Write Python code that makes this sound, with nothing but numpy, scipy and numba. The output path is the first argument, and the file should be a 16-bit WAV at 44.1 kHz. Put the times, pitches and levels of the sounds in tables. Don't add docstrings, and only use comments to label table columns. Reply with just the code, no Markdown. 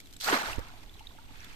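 import sys
import numpy as np
from scipy import signal
from scipy.fft import rfft, irfft, next_fast_len
from scipy.io import wavfile
from numba import njit

SR = 44100
rng = np.random.default_rng(int(sys.argv[2]) if len(sys.argv) > 2 else 0)


def persist_wave(psi):
    counts = np.round(np.clip(psi, -1, 1) * 32767).astype(np.int16)
    wavfile.write(sys.argv[1], SR, np.atleast_2d(counts).T)


N = 68355

# frequency in Hz, filter gain in dB.
RIVER_TONE = [(60, -4), (130, -1), (280, 5), (500, -4), (900, -8), (1600, -11), (3400, -4.5), (5000, -11.5),
              (8000, -11.5), (14000, -16.5)]
RIVER_DB, RIVER_FLICKER_DB = -56, 1

# frequency in Hz, filter gain in dB.
BUFFET_TONE = [(10, -12.5), (25, 2.5), (45, -7), (70, -7.5), (110, -10.5), (200, -23.5), (500, -76),
               (2000, -83)]
# time in seconds, level in dB.
BUFFET_RIGHT = [(0, -54), (.42, -48.5), (.5, -40.5), (.56, -36), (.595, -32.5), (.64, -46.5), (.9, -46),
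                (1.15, -49.5), (1.4, -46), (1.55, -44.5)]
BUFFET_LEFT_DB = -54
# start in seconds, pitch in Hz, level before filtering in dB, seconds to fade by 60 dB.
PUFFS = [(0.578, 59, -22.5, 0.069), (0.583, 248, -17, 0.0088)]

# frequency in Hz, filter gain in dB.
TRICKLE_TONE = [(150, -26), (300, -8), (550, -4), (850, 2), (1400, -6.5), (2200, -15.5), (3500, -1.5),
                (6000, -28), (14000, -22.5)]
TRICKLE_FROM_S, TRICKLE_RISE_S, TRICKLE_DB = .45, 0.051, -62.5
TRICKLE_CYCLES = 12.6

# start in seconds, pitch in Hz, level in dB,
# seconds for the ring to fade by 60 dB, level of the tick in dB relative to the ring (halved later).
DRIPS = [(.001, 2184, -43, 0.03, 10.5), (0.011, 3420, -44, 0.01, -2), (.057, 3840, -44, 0.02, 0),
         (0.07, 3280, -43.5, 0.011, 2), (.108, 3460, -42.5, .011, 0), (0.126, 3660, -43.5, .011, 5.5),
         (.135, 4200, -46, 0.014, 8.5), (0.141, 3040, -43.5, 0.021, 1), (0.164, 3600, -38, 0.012, -2),
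         (0.166, 7400, -32.5, 0.01, -12), (0.19, 5670, -44, .006, 1), (.21, 3200, -29, 0.011, 2),
         (0.243, 4200, -23, 0.021, 1), (.286, 803, -11, 0.014, -30), (0.299, 1090, -16, 0.011, -16),
         (.418, 584, -28, 0.024, -5), (.483, 835, -29, 0.035, -32), (0.521, 8500, -36.5, 0.02, -17),
         (.53, 2600, -22, .017, -14), (.559, 6730, -33, 0.0075, -4), (.591, 483, -27.5, 0.022, -6.5),
         (0.683, 5500, -49, .008, 6), (.737, 700, -44.5, 0.038, -12), (.8943, 3350, -36.5, .012, -15),
         (.939, 3750, -43, 0.015, -2), (.994, 2920, -41, 0.015, -0.5), (1.007, 847, -42.5, .055, -20),
         (1.0702, 3600, -27, .011, -15), (1.12, 660, -50, .035, -22), (1.148, 700, -49.5, 0.056, -8),
         (1.186, 877, -46, 0.066, -11.5), (1.185, 1354, -48.5, 0.049, -10), (1.306, 265, -47.5, 0.085, -20),
         (1.307, 1150, -43.5, 0.016, -6), (1.403, 5500, -33, .009, -13), (1.444, 3380, -41, 0.031, 6)]
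TICK_T60_S, DRIP_RISE_S = 0.021, .0009
DRIP_GLIDE = .25
DRIP_WOBBLE = .25

GULP_S, GULP_DB = .324, -15.5
GULP_START_HZ, GULP_END_HZ, GULP_SINK_S = 699, 229.8, 0.0058
GULP_RISE_S, GULP_DECAY_S = .004, .0125
GULP_WOBBLE = .2

BUBBLE_GLIDE = 0.079
# start in seconds, rise in seconds, hold in seconds, fall in dB per second, level in dB,
# spread of bubble strengths in dB, base number of cycles a bubble rings, burstiness in dB.
STAGES = [(0.198, .008, 0.15, 112, -40, 3, 6, -1), (0.217, 0.021, 0.073, 165, -39, 3, 9.5, 1.5),
          (0.253, .022, .057, 78, -27.5, 2, 21, 1.2), (.323, .004, .014, 400, -26, 1.5, 12, .4),
          (0.425, 0.033, 0.062, 289, -41, 2.5, 5.6, 0.7), (0.565, 0.068, .13, 16, -54.5, 3, 17, 2.85),
          (1.222, .21, .12, 6, -50.5, 1.5, 10, 1)]
# frequency in Hz, filter gain in dB.
SPRAY_TONE = [(200, -65), (900, -20), (1800, -14.5), (3300, -1), (5500, -2.5), (9000, -9), (14000, -15.5)]
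SHEET_TONE = [(200, -12), (700, -4), (1500, 2), (3300, -7), (5500, -4), (9000, -6), (14000, -10)]
CHURN_TONE = [(80, -40), (170, -9), (300, -9), (550, -4), (900, 2), (1400, -1), (2200, -7), (4000, -11),
              (7000, -22.5), (14000, -32.5)]
COLLAPSE_TONE = [(100, -23), (280, 7.5), (500, -15), (1000, 5), (2000, 1), (4000, -7), (8000, -17.5),
                 (14000, -24)]
FALLBACK_TONE = [(100, -12), (300, -5), (800, -6.5), (1600, 0.5), (2800, 0.5), (5000, -6.5), (9000, -9),
                 (14000, -16.5)]
FOAM_TONE = [(120, 6), (280, -1.5), (420, -11.5), (700, -10.5), (1050, 1.5), (1480, -15), (2200, 0),
             (3800, -7.5), (7000, -15), (14000, -25.5)]
DRAIN_TONE = [(120, 4.5), (280, -0.5), (600, -8), (1300, -1), (2500, 3.5), (4000, -4), (7000, -11),
              (14000, -22)]

# frequency in Hz, filter gain in dB.
LEFT_PORT = [(100, -1.5), (250, -2), (400, -2), (600, 0.5), (720, 1.5), (890, 1), (1000, -1), (1250, -1),
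             (1500, -2.5), (2100, 0), (3000, -2.5), (4300, -4.5), (6000, 1), (8500, 4), (9900, -1.5),
             (13000, 6.5)]
RIGHT_PORT = [(100, -1), (180, -3), (250, 0.5), (450, -0.5), (650, -0.5), (900, -0.5), (1100, -1.5),
              (1400, 4.5), (1650, 5), (2000, 1.5), (3000, 0), (4400, 4), (6500, -1), (8400, -22.5),
              (9900, -8), (13500, 3.5)]
PORT_LAG_S, LAG_SPREAD_S = .00027, .00013
TOP_HZ = 14300


def undb(db):
    return 10 ** (np.asarray(db) / 20)


def unit(x):
    return x / np.sqrt(np.mean(x ** 2))


def colour(x, points):
    hz, db = np.array(points, float).T
    size = 2 * next_fast_len(N)
    grid = np.maximum(np.arange(size // 2 + 1) * SR / size, 1)
    gain = undb(np.interp(np.log(grid), np.log(hz), db))
    cepstrum = irfft(np.log(gain))
    cepstrum[1:size // 2] *= 2
    cepstrum[size // 2 + 1:] = 0
    response = np.exp(rfft(cepstrum))
    return irfft(rfft(x, size) * response)[..., :N]


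def walk(count):
    points = rng.standard_normal(count + 1)
    return np.interp(np.linspace(0, count, N), np.arange(count + 1), points)


def since(start):
    lag = np.array([[0], [PORT_LAG_S]])
    return np.maximum(np.arange(N) / SR - start - lag, 0)


def ring(age, hz, t60, glide):
    bend = 1 + glide * np.minimum(age / t60, 2) / 2
    fade = np.exp(-np.log(1000) * age / t60)
    return np.sin(2 * np.pi * hz * age * bend) * fade


@njit
def grains(start, hz, cycles, size, glide):
    out = np.zeros(N)
    for k in range(len(start)):
        life = cycles[k] / hz[k]
        first = max(int(start[k] * SR) + 1, 0)
        last = min(int((start[k] + life) * SR), N)
        for i in range(first, last):
            age = i / SR - start[k]
            u = age / life
            turns = hz[k] * age * (1 + glide * u / 2)
            out[i] += size[k] * np.exp(-5.8 * u) * np.sin(2 * np.pi * turns)
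    return out


def bubbles(spread_db, cycles, count):
    when, pitch, strength, length = rng.random((4, count))
    low, high = np.sqrt(120), np.sqrt(15000)
    hz = (low + pitch * (high - low)) ** 2
    size = hz ** .75 * undb(-spread_db * np.log(1 - .985 * strength))
    start = when * N / SR
    lag = PORT_LAG_S + LAG_SPREAD_S * rng.standard_normal(count)
    life = max(cycles, 1.) * (.5 + 2 * length)
    return np.array([grains(start + late, hz, life, size, float(BUBBLE_GLIDE)) for late in (0, lag)])


def river():
    cloud = unit(colour(bubbles(0.56, 4.3, count=30000), RIVER_TONE))
    return cloud * undb(RIVER_DB + RIVER_FLICKER_DB * walk(count=30))


def buffeting():
    left, right = unit(colour(rng.standard_normal((2, N)), BUFFET_TONE))
    right_db = np.interp(np.arange(N) / SR, *np.array(BUFFET_RIGHT).T)
    thump = sum(undb(db) * ring(since(start)[1], hz, t60, 0) for start, hz, db, t60 in PUFFS)
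    dull_thump = colour(thump, [(500, 3.5), (1000, -8), (4000, -35)])
    return np.array([left * undb(BUFFET_LEFT_DB), right * undb(right_db) + dull_thump])


def trickle():
    fade_in = np.minimum(since(TRICKLE_FROM_S) / TRICKLE_RISE_S, 1)
    cloud = unit(colour(bubbles(2.7, TRICKLE_CYCLES, count=1300), TRICKLE_TONE))
    return undb(TRICKLE_DB) * fade_in * cloud


def drips():
    out = np.zeros((2, N))
    noise = rng.standard_normal((2, N))
    spatter = unit(colour(noise, [(500, -11), (3000, 0.5), (8000, -2), (14000, -10)]))
    wobble = 1 + DRIP_WOBBLE * walk(count=1400)
    for start, hz, db, t60, tick_db in DRIPS:
        age = since(start)
        tick = spatter * np.exp(-np.log(1000) * age / TICK_T60_S) / 2
        bubble = wobble * ring(age, hz, t60, DRIP_GLIDE)
        onset = 1 - np.exp(-age / DRIP_RISE_S)
        out += undb(db) * onset * (bubble + undb(tick_db) * tick)
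    return out


def gulp():
    age = since(GULP_S)
    slide = GULP_SINK_S * (1 - np.exp(-age / GULP_SINK_S))
    turns = GULP_END_HZ * age + (GULP_START_HZ - GULP_END_HZ) * slide
    envelope = (1 - np.exp(-age / GULP_RISE_S)) * np.exp(-age / GULP_DECAY_S)
    wobble = 1 + GULP_WOBBLE * walk(count=700)
    return undb(GULP_DB) * envelope * np.sin(2 * np.pi * turns) * wobble


def water(stage, tone):
    start, rise, hold, fall, db, spread_db, cycles, gust_db = stage
    t = np.arange(N) / SR - start
    falling_db = fall * np.maximum(t - rise - hold, 0)
    level_db = db - falling_db + gust_db * walk(count=220)
    envelope = np.clip(t / rise, 0, 1) * undb(level_db)
    return envelope * unit(colour(bubbles(spread_db, cycles, count=10000), tone))


def scene():
    tones = [SPRAY_TONE, SHEET_TONE, CHURN_TONE, COLLAPSE_TONE, FALLBACK_TONE, FOAM_TONE, DRAIN_TONE]
    splash = sum(water(stage, tone) for stage, tone in zip(STAGES, tones))
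    return river() + buffeting() + trickle() + drips() + gulp() + splash


def record(dry):
    ports = np.array([colour(dry[0], LEFT_PORT), colour(dry[1], RIGHT_PORT)])
    top_cut = signal.ellip(10, .2, 70, TOP_HZ, fs=SR, output="sos")
    return signal.sosfilt(top_cut, ports)


dry = scene()
out = record(dry)
persist_wave(out)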